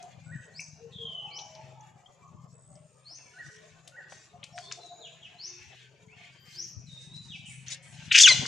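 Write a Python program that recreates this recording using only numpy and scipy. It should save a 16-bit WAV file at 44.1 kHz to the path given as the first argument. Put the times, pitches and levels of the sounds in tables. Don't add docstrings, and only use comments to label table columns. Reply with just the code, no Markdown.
import sys
import numpy as np
from scipy import signal
from scipy.fft import rfft, irfft, next_fast_len
from scipy.io import wavfile
from scipy.ndimage import uniform_filter1d, minimum_filter1d, map_coordinates

SR = 44100
rng = np.random.default_rng(int(sys.argv[2]) if len(sys.argv) > 2 else 0)


def dump(signal):
    limited = np.clip(np.atleast_2d(signal).T, -1, 1)
    pcm = np.round(limited * 32767).astype(np.int16)
    wavfile.write(sys.argv[1], SR, pcm)


N = 373527


# time in seconds, level in dB.
THROB_LEVEL = [(0.0, -54.5), (0.35, -44.5), (0.47, -64.5), (0.54, -54), (2.0, -57), (2.12, -66.5),
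               (2.31, -49), (2.99, -65), (4.43, -59), (5.87, -65), (7.45, -49), (7.74, -57.5), (8.09, -46),
               (8.19, -61.5), (8.38, -35), (8.47, -50)]
# frequency in Hz, level in dB per Hz.
THROB_COLOUR = [(25, -41), (100, -2), (130, 3.5), (165, 1), (210, -9), (330, -25.5), (1000, -120)]
# frequency in Hz, level in dB.
HUM_TONES = [(130, -5.5), (159, -5.5)]
THROB_PER_S, THROB_DRIFT = 22, 0.03694
# time in seconds, level in dB.
FAR_LEVEL = [(0.0, -63), (0.58, -68), (1.42, -62.5), (2.74, -68.5), (4.39, -65.5), (4.77, -61.5),
             (5.15, -66.5), (6.2, -72), (7.58, -71), (8.08, -68.5)]
# frequency in Hz, level in dB per Hz.
FAR_COLOUR = [(200, -16.5), (400, -1.5), (750, -2), (1250, -8.5), (12000, -100)]
# time in seconds, level in dB.
LEAF_LEVEL = [(0.0, -65), (0.4, -70), (1.4, -77.5), (1.58, -63.5), (2.43, -81.5), (2.95, -78.5),
              (3.26, -64.5), (4.23, -69.5), (4.859, -73), (5.65, -59), (6.1, -76.5), (6.41, -67.5),
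              (6.75, -74), (7.34, -71), (8.08, -56.5)]
# frequency in Hz, level in dB per Hz.
LEAF_COLOUR = [(700, -29), (1700, 3), (2800, 3), (7000, -14.5), (13000, -43.5)]
# frequency in Hz, level in dB per Hz.
HISS_COLOUR = [(1500, -32), (4500, 0), (6000, 4.5), (7000, 12), (8000, 0), (9500, -13), (11200, -9.5),
               (14000, -36.5)]
PATCHY_DB = 5.5

# frequency in Hz, time to fade by 60 dB in seconds.
TREE_ECHO = [(800, 0.51), (3000, 0.74), (12000, 0.59)]

# start in seconds, length in seconds, pitch in Hz, level in dB.
FAR_HOOTS = [(0, 0.079, 708.6, -54), (0.794, 0.11, 460, -49.5), (.98, 0.1, 460, -49.5),
             (1.074, .15, 658, -55), (1.21, 0.093, 822, -50.5), (1.35, 0.13, 828, -51.5),
             (1.362, 0.422, 636, -60), (1.54, 0.1, 860, -53.5), (1.706, 0.19, 853, -55.5),
             (2.197, 0.11, 1112, -60), (2.35, 0.094, 1070, -61), (3.49, 0.157, 433.4, -61),
             (4.331, 0.035, 710, -54), (4.525, 0.096, 708.5, -49), (4.767, 0.03, 699, -51.5),
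             (4.827, 0.037, 702, -55), (4.89, 0.06, 702.4, -50.5), (4.99, 0.04, 683, -53),
             (5.33, 0.042, 710, -61), (5.421, 0.25, 361.7, -63), (5.938, 0.27, 432.5, -67.5),
             (6.534, 0.15, 354, -64)]
HOOT_WAVER = 0.012
HOOT_HOARSE_HZ, HOOT_BLUR = 1100, .25

# start in seconds, peak in dB, pitch in Hz, spread in octaves.
TWIG_SNAPS = [(0.027, -37, 6110, 0.66), (.595, -27.5, 2430, 0.17), (0.604, -32, 6900, 0.65),
              (1.389, -33, 3270, 0.41), (1.399, -35.5, 4120, 0.264), (1.551, -41.5, 4500, 0.54),
              (1.809, -44.5, 6160, 0.18), (2.061, -45.5, 3280, 0.09), (2.756, -47.5, 5770, 0.34),
              (3.876, -36, 4970, 1.23), (4.122, -33, 1620, 1.76), (4.124, -37.5, 690, 0.42),
              (4.43, -32.5, 2800, 0.45), (4.44, -29.5, 4270, 1.1), (4.579, -28.5, 1830, 1.115),
              (4.587, -31, 5370, 0.56), (4.714, -26.5, 2260, 1.11), (4.723, -21, 5566, 0.46),
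              (7.683, -27, 6260, 0.15), (8.454, -24, 1460, 0.7), (8.463, -18, 5530, 0.56)]
# start in seconds, length in seconds,
# level of the crisp leaves in dB, level of the duller rub in dB.
BODY_SWEEPS = [(1.543, 0.1, -79, -67), (3.417, 0.47, -62.5, -82), (4.093, 0.24, -57, -68.5),
               (4.552, 0.38, -56, -70), (5.584, 0.29, -69, -65), (5.72, 0.2, -89.5, -59.5),
               (6.16, 0.27, -70, -56.5), (6.451, 0.33, -57.5, -58.5), (6.86, 0.79, -60, -69.5),
               (7.662, 0.13, -53.5, -44.5), (7.701, 0.058, -42.5, -64.5), (7.92, 0.26, -58.5, -59)]
# frequency in Hz, level in dB per Hz.
LITTER_COLOUR = [(300, -39), (2500, -3.5), (6000, 9.5), (7500, 5), (10000, -8), (12000, -35)]
# frequency in Hz, level in dB per Hz.
RUB_COLOUR = [(900, -45), (1800, -1), (2600, 2.5), (5000, -11.5), (12000, -43)]
# start in seconds, length in seconds, level in dB.
FUR_BRUSHES = [(7.455, 0.26, -54.5), (7.825, 0.17, -56.5)]
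# frequency in Hz, level in dB per Hz.
GRIT_COLOUR = [(3000, -45), (6000, -3), (8000, 5), (10000, -5.5), (12000, -37.5)]
# start in seconds, length in seconds, level in dB.
LAST_TUMBLE = [(8.28, 0.475, -43)]
# frequency in Hz, level in dB per Hz.
EARTH_COLOUR = [(40, -42), (130, -8), (290, -11), (520, 0), (950, -2), (8000, -90)]

# start in seconds, length in seconds, pitch in Hz, pulses per second, level in dB.
INSECT_TRILLS = [(0.236, 0.24, 7780, 85, -63), (0.558, 0.144, 7750, 49, -63.5),
                 (2.513, 0.27, 7860, 77, -62.5), (2.596, 0.83, 8552, 86, -71)]

# time at its top in seconds, length in seconds, level in dB.
SWEET_NOTES = [(.625, 0.094, -34), (1.402, 0.1, -35), (3.172, 0.13, -36), (5.487, 0.108, -30),
               (6.635, 0.11, -32)]
# share of its length, pitch in Hz, level in dB.
SWEET_SHAPE = [(0, 3956, -25), (.2, 4400, -11), (0.72, 5770, -0.5), (0.95, 6420, -4), (1.05, 6840, -30)]
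# time at its end in seconds, length in seconds, level in dB.
ARCHED_NOTES = [(.41, 0.15, -45.5), (3.465, 0.13, -43), (4.043, .125, -44.5)]
# share of its length, pitch in Hz, level in dB.
ARCH_SHAPE = [(0, 1420, -13), (.33, 1520, -8), (.43, 1910, -3), (.52, 1930, 0), (.62, 1800, 0),
              (.77, 1540, -9), (1, 1450, -12)]
ARCH_ECHO_S, ARCH_ECHO_DB = 0.06, -7.5
# start in seconds, length in seconds, first pitch in Hz,
# held pitch in Hz, slide time in seconds, level in dB.
HELD_WHISTLES = [(0.91, 0.397, 3867, 2972, 0.0892, -44.5), (1.314, 0.092, 3050, 2976, 0.042, -53.5),
                 (4.516, 0.2, 6140, 4170, 0.059, -56.5), (4.599, 0.15, 3206, 3790, 0.074, -55.5),
                 (4.794, 0.12, 4190, 3836, 0.033, -52), (4.839, 0.31, 6570, 6860, .06, -61.5),
                 (6.861, 0.17, 4300, 3740, 0.01484, -50), (7.101, 0.087, 3644, 4033, 0.0282, -46)]
WHISTLE_EDGE_DB, WHISTLE_WAVER = 9, 0.014
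BREATHY_PER_OCTAVE = .14
# start in seconds, length in seconds, first pitch in Hz, last pitch in Hz, level in dB.
QUICK_SLURS = [(1.244, 0.097, 2880, 2184, -56.5), (1.599, 0.044, 2100, 2717, -63.5),
               (3.173, 0.12, 2800, 2165, -65), (5.006, 0.073, 4170, 2394, -51),
               (5.218, 0.054, 3460, 2343, -54), (6.083, 0.063, 2170, 2886, -59),
               (7.283, 0.0819, 3916, 2195, -48), (7.439, 0.077, 3150, 2263, -50)]
SLUR_EDGE_DB, SLUR_WAVER = -3.5, 0.02436

# start in seconds, length in seconds, level in dB.
BODY_THUDS = [(2.33, 0.065, -50.5), (3.37, 0.14, -54), (3.71, 0.0566, -48.5), (4.11, 0.051, -61),
              (5.58, 0.13, -55.5), (6.765, 0.06, -45.5)]
# frequency in Hz, level in dB per Hz.
THUD_COLOUR = [(30, -30), (80, -2), (130, 10), (190, -6), (330, -20), (1000, -90)]

# start in seconds, length in seconds, pitch in Hz, level in dB.
REEDY_CALL = (6.32, .26, 1570, -58)
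# multiple of its pitch, level in dB.
REEDY_HARMONICS = [(1, 0), (2, -7), (3, 0)]
REEDY_SWELL_DB = 7

# start in seconds, length in seconds, lowest pitch in Hz, top pitch in Hz,
# level in dB.
HIGH_WHISTLE = (6.39, .35, 12900, 14100, -77)

# time in seconds, pitch in Hz, roughness from 0 to 1.
SHRIEK_VOICE = [(8.103, 3950, 0), (8.11, 3900, .2), (8.114, 2650, 1), (8.14, 2650, 1), (8.153, 2550, .7),
                (8.172, 2650, .85), (8.187, 2700, 1), (8.205, 3200, 1), (8.228, 3200, 1),
                (8.235, 3620, .15), (8.25, 3300, .05), (8.259, 2950, .08), (8.266, 2800, .2),
                (8.27, 2400, .9), (8.277, 2450, .9), (8.281, 2500, .25), (8.292, 2120, .05),
                (8.325, 1980, .05)]
# time in seconds, fundamental in dB, overtones in dB.
RASP_EFFORT = [(8.103, -48, -60), (8.113, -24, -37), (8.122, -17, -38), (8.127, -30, -37),
               (8.139, -30, -34), (8.145, -17, -25), (8.153, -11, -24), (8.163, -14, -28),
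               (8.171, -15, -18), (8.179, -19, -17), (8.187, -14, -24), (8.193, -24, -26),
               (8.202, -20, -13), (8.213, -19, -16), (8.222, -26, -24), (8.23, -23, -18)]
# time in seconds, fundamental in dB, overtones in dB.
SQUEAL_EFFORT = [(8.237, -11, -27), (8.248, -8, -23), (8.253, -12, -15), (8.264, -8, -25),
                 (8.268, -20, -27), (8.274, -16, -27), (8.283, -12, -16), (8.293, -17, -24),
                 (8.317, -15, -16), (8.325, -22, -16)]
# time in seconds, pitch in Hz,
# level in dB, level of their sum tone in dB.
SECOND_TONE = [(8.267, 1600, -24, -30), (8.271, 1560, -16, -20), (8.279, 1520, -8, -20),
               (8.284, 1250, -16, -15), (8.288, 1170, -21, -9), (8.293, 1100, -25, -26),
               (8.315, 1010, -14, -32), (8.324, 980, -22, -40)]
# frequency in Hz, gain in dB.
THROAT_COLOUR = [(700, -37), (1150, -20), (1550, -7.5), (3400, -0.5), (6500, 3.5), (7700, -2.5),
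                 (9000, -14), (11000, -26), (15000, -53)]
# frequency in Hz, gain in dB.
PINCH_COLOUR = [(2900, 1), (3600, -4), (5700, -5), (6200, 4), (7000, -4)]
PINCH_TIMES = (8.126, 8.175)
VOICE_DB, RASP_DB = 0.5, 7
SMEAR_HZ, RELEASE_S = 949, 0.0035
FLUTTER_DB = 1.8
RATTLE_PER_S, RATTLE_DB = 300, 2.8
RASP_LOW_HZ = 1330
RASP_SPLIT_HZ = 3760
LAG_HZ, LAG_S = 3950, .0105

CEILING, LOOK_AHEAD_S = .9, .002
TOP_HZ = 15700


def amp(db):
    return 10 ** (np.asarray(db) / 20)


def unit(x):
    return x / np.sqrt(np.mean(np.abs(x) ** 2) + 1e-20)


def along(points, hz):
    f, v = np.transpose(points)
    return np.interp(np.log(hz + 1), np.log(f + 1), v)


def curves(rows, t):
    s, *columns = np.transpose(rows)
    return [np.interp(t, np.sort(s), column) for column in columns]


def times(start, end):
    return start + np.arange(max(int((end - start) * SR), 64)) / SR


def add(track, s, x):
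    i = max(round(s * SR), 0)
    track[i:i + len(x)] += x[:max(len(track) - i, 0)]


def delayed(x, s):
    return np.pad(x, (round(s * SR), 0))[:len(x)]


def wobble(rate, size):
    points = rng.standard_normal(int(size * rate / SR) + 4)
    return map_coordinates(points, [np.arange(size) * rate / SR])


def phase(hz):
    return 2 * np.pi * np.cumsum(hz) / SR


def filtered(x, response):
    size = x.shape[-1]
    m = next_fast_len(size + 8192)
    return irfft(rfft(x, m) * response(np.fft.rfftfreq(m, 1 / SR)), m)[..., :size]


def coloured(x, spectrum):
    return unit(filtered(x, lambda hz: amp(along(spectrum, hz))))


def spread(mid, side, width, left_db):
    return np.array([mid + width * side, mid - width * side]) * amp([[left_db / 2], [-left_db / 2]])


def rush(spectrum, grain_db, left_db):
    clumps = amp(grain_db * (wobble(600, N) + 1.48 * wobble(30, N)))
    z = signal.stft(rng.standard_normal((2, N)) * clumps, nperseg=2048)[2]
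    patches = uniform_filter1d(rng.standard_normal(z.shape[1:]), size=4, axis=0)
    patches = uniform_filter1d(patches, size=7, axis=1)
    pair = signal.istft(z * amp(PATCHY_DB * unit(patches)), nperseg=2048)[1][:, :N]
    return spread(*coloured(pair, spectrum), 0.52, left_db)


def wood(x, direct_db, echo_db, left_db):
    hz, t, z = signal.stft(rng.standard_normal((2, SR)), SR, nperseg=256)
    early = 1 + 1.0 * np.exp(-t / 0.012)
    fade = amp(-60 * t / along(TREE_ECHO, hz)[:, None])
    tail = signal.istft(z * early * fade, SR, nperseg=256)[1]
    tail = np.pad(tail / np.linalg.norm(tail[0]), ((0, 0), (SR // 300, 0)))
    mid, side = amp(echo_db) * signal.fftconvolve(x[None], tail, axes=1)[:, :N]
    return spread(amp(direct_db) * x + mid, side, 0.472, left_db)


def whistle(rows, waver, overtone_db=-48):
    t = times(rows[0][0], rows[-1][0])
    hz, db = curves(rows, t)
    turn = phase(hz * (1 + waver * wobble(213.5, len(t))))
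    octave = amp(overtone_db) * (hz < SR / 4) * np.sin(2 * turn)
    envelope = amp(db) * signal.windows.tukey(len(t), .08)
    return np.sqrt(2) * envelope * (np.sin(turn) + octave)


def strokes_of(rows, skew):
    out = np.zeros(N)
    for s, length, db in rows:
        u = np.linspace(0, 1, len(times(0, length)))
        add(out, s, amp(db) * np.abs(np.sin(np.pi * u ** skew)))
    return out * amp(1.3 * wobble(25, N))


def low_throb():
    rate = THROB_PER_S * (1 + THROB_DRIFT * wobble(21, N))
    beats = np.diff(np.floor(np.cumsum(rate) / SR), prepend=0)
    pulses = unit(beats * amp(2.6 * wobble(40, N))) + 0.72 * rng.standard_normal(N)
    pulses = pulses * amp(3.4 * wobble(11, N))
    hum = np.zeros(N)
    for hz, db in HUM_TONES:
        hum += amp(db + 6.6 * wobble(3.9, N)) * np.sin(phase(hz * (1 + 0.0158 * wobble(16, N))))
    side = coloured(rng.standard_normal(N), THROB_COLOUR)
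    return spread(coloured(pulses, THROB_COLOUR) + hum, side, 0.17, left_db=6.5)


def background():
    t = np.arange(N) / SR
    throb_db, far_db, leaves_db = (curves(rows, t)[0] for rows in (THROB_LEVEL, FAR_LEVEL, LEAF_LEVEL))
    throb = amp(throb_db - 3.0) * low_throb()
    far = amp(far_db + 2.0) * rush(FAR_COLOUR, grain_db=2, left_db=3.0)
    leaves = amp(leaves_db + 2) * rush(LEAF_COLOUR, grain_db=1.5, left_db=3.0)
    hiss = amp(-72.5) * rush(HISS_COLOUR, grain_db=2, left_db=2.0)
    return throb + far + leaves + hiss


def hoots():
    out = np.zeros(N)
    for s, length, hz, db in FAR_HOOTS:
        size = len(times(0, length))
        hoarse = min(.08 + (hz / HOOT_HOARSE_HZ) ** 7, .8)
        blur = unit(wobble(HOOT_BLUR * hz, size) + 1j * wobble(HOOT_BLUR * hz, size))
        tone = np.exp(1j * phase(hz * (1 + HOOT_WAVER * wobble(HOOT_BLUR * hz, size))))
        call = np.real(tone * (np.sqrt(1 - hoarse) + np.sqrt(hoarse) * blur))
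        add(out, s, amp(db) * unit(call * np.sin(np.linspace(0, np.pi, size))))
    return wood(out, direct_db=-3, echo_db=-2.5, left_db=2.5)


def snaps():
    out, t = np.zeros(N), times(0, 0.057)
    lead = 1 / 500
    for s, db, hz, octaves in TWIG_SNAPS:
        decay = amp(-60 * t / 0.018) + 0.17 * amp(-60 * t / 0.15)
        crack = rng.standard_normal(len(t)) * decay * amp(3.5 * wobble(600, len(t)))

        def response(f):
            band = (1 + (np.log2((f + 1) / hz) / octaves) ** 4) ** -1.5
            return band / (1 + (f / 10500) ** 8)

        crack = filtered(np.pad(crack, (SR // 500, 0)), response)
        add(out, s - lead, amp(db) * crack / np.abs(crack).max())
    return wood(out, direct_db=-2.5, echo_db=-16.5, left_db=5.0)


def crinkle(rate, spread_db):
    breaks = (rng.random(N) < rate / SR) * rng.choice([-1, 1], N)
    strength = amp(spread_db * np.minimum(rng.exponential(size=N), 3))
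    return coloured(breaks * strength, LITTER_COLOUR)


def sweeps():
    leaves = rush(LITTER_COLOUR, grain_db=2.0, left_db=1.5) + 0.056 * crinkle(rate=390, spread_db=1.0)
    rows = np.array(BODY_SWEEPS)
    crisp = strokes_of(rows[:, [0, 1, 2]], skew=0.49)
    dull = strokes_of(rows[:, [0, 1, 3]], skew=0.49)
    litter = crisp * leaves + dull * rush(RUB_COLOUR, grain_db=0, left_db=1.5)
    return litter + strokes_of(FUR_BRUSHES, skew=0.38) * rush(GRIT_COLOUR, grain_db=0.5, left_db=-1)


def tumble():
    return strokes_of(LAST_TUMBLE, skew=0.86) * rush(EARTH_COLOUR, grain_db=4, left_db=3.5)


def scuffle():
    return snaps() + sweeps() + tumble()


def insects():
    out = np.zeros(N)
    for s, length, hz, rate, db in INSECT_TRILLS:
        tone = whistle([(s, hz, db), (s + length, hz * 1.02, db)], waver=0.0092)
        beat = phase(rate * (1 + 0.059 * wobble(21.4, len(tone))))
        strokes = unit((1 + np.sin(beat)) ** 2)
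        add(out, s, tone * strokes * amp(0.72 * wobble(59, len(tone))))
    return wood(out, direct_db=-2, echo_db=-13, left_db=0)


def repeated(calls, shape):
    out = np.zeros(N)
    for end, length, level in calls:
        rows = [(end + (u - 1) * length, hz, level + db) for u, hz, db in shape]
        add(out, rows[0][0], whistle(rows, waver=0.0036))
    return out


def swell(size, edge_db):
    return amp(-edge_db * np.linspace(-1, 1, size) ** 2)


def long_notes():
    out = np.zeros(N)
    for s, length, first, held, slide, db in HELD_WHISTLES:
        t = times(0, length)
        hz = held + (first - held) * np.exp(-t / slide)
        hz = hz * (1 + BREATHY_PER_OCTAVE * np.log2(hz / held) * wobble(600, len(t)))
        rows = np.column_stack([s + t, hz, np.full(len(t), db)])
        note = whistle(rows, waver=WHISTLE_WAVER, overtone_db=-32.0)
        add(out, s, note * swell(len(note), WHISTLE_EDGE_DB))
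    for s, length, first, last, db in QUICK_SLURS:
        note = whistle([(s, first, db), (s + length, last, db)], waver=SLUR_WAVER, overtone_db=-22.0)
        add(out, s, note * swell(len(note), SLUR_EDGE_DB))
    return out * amp(1.85 * wobble(88, N))


def birds():
    flicker = amp(3.2 * wobble(70, N))
    sweets = repeated(SWEET_NOTES, SWEET_SHAPE) * flicker
    arches = repeated(ARCHED_NOTES, ARCH_SHAPE)
    thrown_back = amp(ARCH_ECHO_DB) * delayed(arches, ARCH_ECHO_S)
    return (wood(sweets, direct_db=-11.5, echo_db=-9.0, left_db=3)
            + wood(arches, direct_db=-3.5, echo_db=-5, left_db=1)
            + wood(thrown_back, direct_db=-6, echo_db=-1, left_db=-1.5)
            + wood(long_notes(), direct_db=-7.5, echo_db=0.0, left_db=1.0))


def thuds():
    return strokes_of(BODY_THUDS, skew=0.69) * rush(THUD_COLOUR, grain_db=3.0, left_db=8.5)


def reedy_call():
    s, length, hz, db = REEDY_CALL
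    out = np.zeros(N)
    for k, level in REEDY_HARMONICS:
        rows = [(s, k * hz, db + level - REEDY_SWELL_DB), (s + length, k * hz, db + level)]
        add(out, s, whistle(rows, waver=0.0039))
    return wood(out, direct_db=-4, echo_db=-5, left_db=6.5)


def thin_call():
    s, length, low, top, db = HIGH_WHISTLE
    out, u = np.zeros(N), np.linspace(0, 1, len(times(0, length)))
    hz = low + (top - low) * np.sin(np.pi * u ** .7)
    add(out, s, whistle(np.column_stack([s + length * u, hz, np.full(len(u), db)]), waver=.003))
    return out


def shriek_tones(t, hz, rough, base, overtones):
    size = len(t)
    turn = phase(hz * (1 + (0.004 + 0.03 * rough) * wobble(700, size)))
    voice = np.zeros(size)
    gains = [base, overtones, overtones * amp(-13.5), overtones * amp(-15)]
    for k, gain in enumerate(gains, 1):
        chaos = unit(wobble(k * SMEAR_HZ, size) + 1j * wobble(k * SMEAR_HZ, size))
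        swing = np.sqrt(1 - rough ** 2) + rough * chaos
        voice += gain * np.real(swing * np.exp(1j * k * turn))
    under_hz, under_db, sum_db = curves(SECOND_TONE, t)
    under = phase(under_hz * (1 + .015 * wobble(700, size)))
    second = amp(under_db) * np.sin(under) + amp(sum_db) * np.sin(turn + under)
    sounding = t > SECOND_TONE[0][0]
    return voice + sounding * second * (1 + .5 * rough * wobble(SMEAR_HZ, size))


def shriek_breath(rough, base, overtones):
    size = len(rough)
    noise = rng.standard_normal(size)
    low = filtered(noise, lambda f: 1 / (1 + (f / RASP_SPLIT_HZ) ** 10))
    low_band = filtered(low, lambda f: 1 - 1 / (1 + (f / RASP_LOW_HZ) ** 10))
    bands = base * low_band + overtones * (noise - low)
    return amp(RASP_DB) * rough * bands * amp(1.3 * wobble(489, size))


def shriek():
    t = times(SHRIEK_VOICE[0][0], SHRIEK_VOICE[-1][0])
    size = len(t)
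    hz, rough = curves(SHRIEK_VOICE, t)
    rough = np.clip(rough, 0, 1)
    base, overtones = amp(curves(list(RASP_EFFORT) + list(SQUEAL_EFFORT), t))
    voice = shriek_tones(t, hz, rough, base, overtones)
    rasp = shriek_breath(rough, base, overtones)
    release = np.minimum((t[-1] - t) / RELEASE_S, 1)
    effort = amp(VOICE_DB + FLUTTER_DB * wobble(298.0, size)) * release
    pulse = np.sin(phase(RATTLE_PER_S * (1 + .5 * wobble(RATTLE_PER_S, size))))
    rattle = unit(amp(RATTLE_DB * rough * pulse))
    source = effort * rattle * (voice + rasp)
    narrow, wide = PINCH_TIMES
    pinched = uniform_filter1d(1.0 * ((t > narrow) & (t < wide)), size=256)
    source += pinched * (filtered(source, lambda f: amp(along(PINCH_COLOUR, f))) - source)
    out = np.zeros(N)
    add(out, t[0], filtered(source, lambda f: amp(along(THROAT_COLOUR, f))))
    treble = filtered(out, lambda f: 1 - 1 / (1 + (f / LAG_HZ) ** 40))
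    return wood(out - treble + delayed(treble, LAG_S), direct_db=1.5, echo_db=-9, left_db=2.7)


def scene():
    return (background() + hoots() + scuffle() + insects() + birds() + thuds()
            + reedy_call() + thin_call() + shriek())


def record(dry):
    size = int(LOOK_AHEAD_S * SR)
    needed = CEILING / np.maximum(np.abs(dry).max(axis=0), CEILING)
    gain = uniform_filter1d(minimum_filter1d(needed, size=2 * size), size=size)
    return filtered(dry * gain, lambda hz: hz < TOP_HZ)


dry = scene()
out = record(dry)
dump(out)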